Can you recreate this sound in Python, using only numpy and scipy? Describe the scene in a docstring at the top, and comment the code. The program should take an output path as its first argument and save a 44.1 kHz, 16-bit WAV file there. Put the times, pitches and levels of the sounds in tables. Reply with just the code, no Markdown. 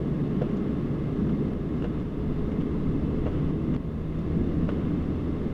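"""Creeping along a snowy road

Inside a vehicle, engine orders (sines locked to crank angle) rise slowly in pitch and sink a little at the end.
Coloured noise gives the tyre drone, body rumble and defroster air; one soft pulse jolts the cab.
Snow-laden wipers knock at the top of each sweep as damped sines; grains ringing the glass swish, scuff and tick.
Now and then the level drops abruptly with a dull click and creeps back, over a steady thin hiss."""
import sys
import numpy as np
from scipy import signal
from scipy.fft import rfft, irfft
from scipy.io import wavfile

SR = 44100
rng = np.random.default_rng(int(sys.argv[2]) if len(sys.argv) > 2 else 0)


def pcm_store(signal):
    """Save signal as 16-bit PCM."""
    levels = np.round(np.clip(np.atleast_2d(signal), -1, 1) * 32767)
    wavfile.write(sys.argv[1], SR, levels.astype(np.int16).T)


N = 243873
TIME = np.arange(N) / SR
FREQS = np.maximum(np.arange(N // 2 + 1) * SR / N, 1)

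# wiper arms reversing: start_s, thud_db (before slack and mode levels), clatter_db, swish_db
REVERSALS = [(0.418, -19, -41.5, -55), (1.841, -27, -41.5, -56.5), (3.263, -22.5, -41.5, -53.5),
             (4.686, -23, -40, -52)]
# resonances of blade and glass: centre_hz, width_hz, relative_level_db
BLADE_MODES = [(875, 410, 2), (1400, 450, 2), (2080, 340, -5), (2850, 275, -4), (3480, 480, -10.5),
               (5750, 3100, -26.5)]


def from_db(db):
    """Logarithmic level: 20 dB is a factor of ten in amplitude."""
    return 10 ** (np.asarray(db) / 20)


def rms_one(x):
    """Normalisation to unit mean power."""
    return x / np.sqrt(np.mean(x ** 2) + 1e-20)


def in_time(rows):
    """Linear interpolation: each column of a curve at every sample."""
    start_s, *columns = np.transpose(rows)
    return [np.interp(TIME, start_s, column) for column in columns]


def lowpass(x, cutoff_hz):
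    """Second-order low-pass filtering dulls a sound."""
    return signal.sosfilt(signal.butter(2, min(cutoff_hz, .45 * SR), fs=SR, output="sos"), x)


def drift(rate_hz):
    """Low-pass random fluctuation of rms 1."""
    spectrum = rfft(rng.standard_normal(N))
    return rms_one(irfft(spectrum / (1 + (FREQS / rate_hz) ** 2) ** 2, N))


def peak_lift(hz, centre_hz, width_hz, lift_db):
    """Resonance curve: the lift in dB halves at half the width from the centre."""
    return lift_db / (1 + (2 * (hz - centre_hz) / width_hz) ** 2)


def noise(spectrum, resonances=()):
    """Spectral shaping of random noise: a broad colour lifted at each resonance, rms 1."""
    hz, db = np.transpose(spectrum)
    colour_db = np.interp(np.log(FREQS), np.log(hz), db)
    # beyond the last point the level falls 60 dB per decade
    colour_db = colour_db - 60 * np.log10(np.maximum(FREQS / hz[-1], 1))
    for centre_hz, width_hz, lift_db in resonances:
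        colour_db = colour_db + peak_lift(FREQS, centre_hz, width_hz, lift_db)
    return rms_one(irfft(rfft(rng.standard_normal(N)) * from_db(colour_db), N))


def ring(force, hz, t60_s):
    """Impulse response of a damped oscillator: a unit click starts a sine of initial height 1."""
    r = 1000 ** (-1 / (t60_s * SR))
    w = 2 * np.pi * hz / SR
    return signal.lfilter([0, np.sin(w)], [1, -2 * r * np.cos(w), r * r], force + 1e-18)


def clicks(times_s, db):
    """Impulsive excitation: one single-sample force at each time."""
    out = np.zeros(N)
    out[np.round(times_s * SR).astype(int)] = from_db(db)
    return out


def resonate(force, modes):
    """Modal superposition: damped resonances side by side, with alternating signs."""
    out = 0
    for k, (hz, width_hz, db) in enumerate(modes):
        r = np.exp(-np.pi * width_hz / SR)
        poles = [1, -2 * r * np.cos(2 * np.pi * hz / SR), r * r]
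        unit_peak = signal.lfilter([1, 0, -1], poles, force) * (1 - r * r) / 2
        out = out + (-1) ** k * from_db(db) * unit_peak
    return out


def contacts(events, modes, rise_s, soft_hz, grain_db=3.5):
    """Granular friction: clusters of tiny contacts build up, die away and excite the modes."""
    pressure = 0
    for peak_s, db, fall_s in events:
        decay = np.maximum((peak_s - TIME) / rise_s, (TIME - peak_s) / fall_s)
        pressure = pressure + from_db(db) * np.exp(-np.minimum(decay, 20))
    grains = rng.standard_normal(N) * from_db(grain_db * drift(600))
    grains = lowpass(grains, soft_hz)  # rubber and snow soften the blow
    return resonate(pressure * grains, modes) / np.std(resonate(grains, modes))


def engine(waver_db=2.0, wobble=0.00704):
    """Harmonic orders of rotation: four cylinders fire twice a turn, shafts add orders, all waver at random."""
    # crank speed and order levels: start_s, turns_per_s, firing_db, other_orders_db (before boom and waver)
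    crank = [(0, 36.6, -45, -33), (1.1, 36.8, -39.5, -34.5), (2.1, 38.1, -38.5, -33.5),
             (2.6, 38.1, -35, -33.5), (3.6, 38, -33.5, -33.5), (4.5, 41.1, -33.5, -32),
             (5.2, 40.9, -33.5, -35.5), (5.53, 39.7, -37, -42)]
    # other engine and drive line orders, below and above the firing hum:
    # multiple_of_crank_speed, relative_level_db
    side_orders = [(1.68, -7.5), (3, -8), (3.65, -7.5), (4, 0.5), (5.9, -10), (11, -18.5)]
    # a panel of the cab booms when an order passes through it: centre_hz, width_hz, lift_db
    panel = (414, 36, 10.1)

    speed, firing_db, orders_db = in_time(crank)
    angle = 2 * np.pi * np.cumsum(speed * (1 + wobble * drift(4.88))) / SR
    orders = [(2, firing_db)] + [(multiple, orders_db + db) for multiple, db in side_orders]
    out = 0
    for multiple, db in orders:
        boom_db = peak_lift(multiple * speed, *panel)
        phase = 2 * np.pi * rng.random()
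        gain = from_db(db + boom_db + waver_db * drift(15))
        out = out + gain * np.sin(multiple * angle + phase)
    return out


def tyres(drone_db=-2.0, swell_db=0.42, swell_hz=12):
    """Amplitude-modulated noise: the drone follows the snow load and swells slightly at random, above rumble."""
    # load on the tyres in uneven snow: start_s, drone_db (before the overall drone_db)
    snow = [(0, -26.5), (.85, -26.5), (1.05, -28.5), (1.28, -25), (2.25, -28.5), (2.45, -27), (3.35, -27.5),
            (3.68, -24.5), (3.88, -29), (4.15, -30.5), (4.58, -26), (5.53, -28.5)]
    # body shaking, on the whole harder as the vehicle gets going: start_s, rumble_db
    shaking = [(0, -42), (1.1, -36), (2.2, -33), (3.1, -34), (3.95, -32), (4.7, -36.5)]
    # tyre drone colour: frequency_hz, relative_density_db
    drone_colour = [(90, -15.5), (125, -5.5), (190, 0), (250, -1), (310, -2.5), (385, -10), (480, -15.5),
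                    (620, -40), (900, -40.5)]
    # body rumble colour: frequency_hz, relative_density_db
    rumble_colour = [(8, -8.5), (15, 7), (35, -4), (55, -1.5), (100, -5.5), (200, -13.5), (400, -23),
                     (800, -43.5)]

    load_db, = in_time(snow)
    rumble_db, = in_time(shaking)
    random_db = swell_db * drift(swell_hz)
    drone = from_db(load_db + drone_db + random_db) * noise(drone_colour)
    return drone + from_db(rumble_db) * noise(rumble_colour)


def defroster(air_db=-41.5):
    """Turbulent flow noise: a steady rush of air, its spectrum lifted at resonances, with a faint whine."""
    # blown air colour: frequency_hz, relative_density_db
    air_colour = [(200, -6.5), (460, 6.5), (620, 3), (840, -6), (1150, -3), (1420, -11.5), (2000, -13),
                  (2350, -19), (3400, -20), (4000, -25), (5500, -31.5), (7500, -39), (11000, -47),
                  (15500, -53.5)]
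    # resonances in the air noise, with a faint whine near 9.6 kHz, perhaps the wiper motor:
    # centre_hz, width_hz, lift_db
    air_peaks = [(416.3, 37.4, 9.5), (1080, 40, 3.5), (1286, 90, 3.5), (1676, 57, 4), (2110, 140, 5.5),
                 (2630, 99, 6), (2857, 180, 3.5), (3480, 90, 2.5), (3626, 50, 6.5), (9630, 240, 5.5)]
    return from_db(air_db) * noise(air_colour, air_peaks)


def swish(lag_s=.06, rise_s=.2, fall_s=0.44):
    """Sliding friction: rubber hisses over wet glass, peaking just after each reversal, then fading."""
    strokes = [(s + lag_s, db, fall_s) for s, _, _, db in REVERSALS]
    return contacts(strokes, BLADE_MODES, rise_s=rise_s, soft_hz=5000, grain_db=1.9)


def wipers(spread_db=2.5, jitter_s=0.00036, clatter_s=0.017):
    """Impact excitation: at reversal the arm thuds through linkage slack and the blade flops on the glass."""
    # contacts of one knock through the linkage slack: offset_s, relative_level_db
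    slack = [(-0.0062, -6.5), (0, -0.5), (0.0095, -4)]
    # arm and cowl: frequency_hz, relative_level_db, t60_s
    arm_modes = [(139, -2, 0.051), (480, -3, 0.052), (595, -6.5, 0.057), (710, -11.5, 0.038)]

    # every reversal paired with every contact: time and level add
    blows = (np.array(REVERSALS)[:, None, :2] + np.array(slack)).reshape(-1, 2)
    times_s = blows[:, 0] + jitter_s * rng.standard_normal(len(blows))
    thud = 0
    for k, (hz, db, t60_s) in enumerate(arm_modes):
        strength_db = blows[:, 1] + db + spread_db * rng.standard_normal(len(blows))
        thud = thud + (-1) ** k * ring(clicks(times_s, strength_db), hz, t60_s)
    flops = [(s, db, clatter_s) for s, _, db, _ in REVERSALS]
    return thud + contacts(flops, BLADE_MODES, rise_s=0.0025, soft_hz=6000)


def blades():
    """Brief contact excitation: rubber scuffs over wet snow and bits of ice tick on the glass."""
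    # ice ticking on the glass: start_s, level_db, fall_s
    ice_ticks = [(0.57, -54.5, 0.0055), (1.834, -61, .005), (1.999, -60, 0.0064), (3.744, -60, .006),
                 (4.190, -58, 0.0042)]
    # ice on glass: centre_hz, width_hz, relative_level_db
    ice_modes = [(3400, 470, 1), (5300, 1000, -3), (6700, 1000, -5.5)]
    # blades scuffing over wet snow: start_s, level_db, fall_s
    snow_scuffs = [(1.268, -50, .008), (1.292, -46.5, .014), (1.824, -40, 0.0021), (2.517, -43, 0.0083),
                   (2.606, -42, 0.013), (3.738, -46, .008), (3.748, -41, .0025)]

    scuffing = contacts(snow_scuffs, BLADE_MODES, rise_s=0.0014, soft_hz=6000)
    ticking = contacts(ice_ticks, ice_modes, rise_s=.001, soft_hz=7500)
    return scuffing + ticking


def jolt():
    """Pressure transient: one Gaussian pulse through the cab as the body jolts over a rut."""
    # the pulse: centre_s, height, half_length_s (to 1/e of the height)
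    rut = (3.7612, .18, .0012)
    centre_s, height, half_length_s = rut
    return height * np.exp(-((TIME - centre_s) / half_length_s) ** 2)


def scene():
    """Linear superposition of all sources, as heard from behind the dashboard."""
    return (engine() + tyres() + defroster() + swish() + wipers() + blades() + jolt())[None]


def record(dry, step_s=.0001, click_s=.0003, click_hz=3000, hiss_db=-76.0,
           recovery_db_per_s=9, cutoff_hz=15500):
    """Gain modulation: the level drops with a dull click and creeps back, over hiss; the top is cut."""
    # sudden drops of the level: start_s, depth_db, click_db (before dulling)
    drops = [(1.535, 2.5, -29), (1.87, 2.0, -57), (2.03, 3, -55), (2.6217, 1.1, -32), (3.51, 2.5, -37),
             (3.7646, 2, -28), (3.7655, 5, -28)]

    remaining_db = [(TIME >= s) * np.maximum(depth_db - recovery_db_per_s * (TIME - s), 0)
                    for s, depth_db, _ in drops]
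    drop_db = np.max(remaining_db, axis=0)  # the deepest drop prevails
    r = np.exp(-1 / (step_s * SR))
    drop_db = signal.lfilter([1 - r], [1, -r], drop_db)  # each drop takes a few samples

    snaps = 0
    for s, _, db in drops:
        snaps = snaps + from_db(db) * (TIME >= s) * np.exp(-np.minimum(abs(TIME - s) / click_s, 20))
    hiss = from_db(hiss_db) * rng.standard_normal(N)
    out = dry * from_db(-drop_db) + lowpass(snaps, click_hz) + hiss
    soft_ends = np.minimum(np.minimum(TIME, TIME[::-1]) / .002, 1)  # 2 ms fades
    top_cut = signal.ellip(12, .1, 80, cutoff_hz, fs=SR, output="sos")
    return signal.sosfilt(top_cut, out * soft_ends)


dry = scene()
out = record(dry)
pcm_store(out)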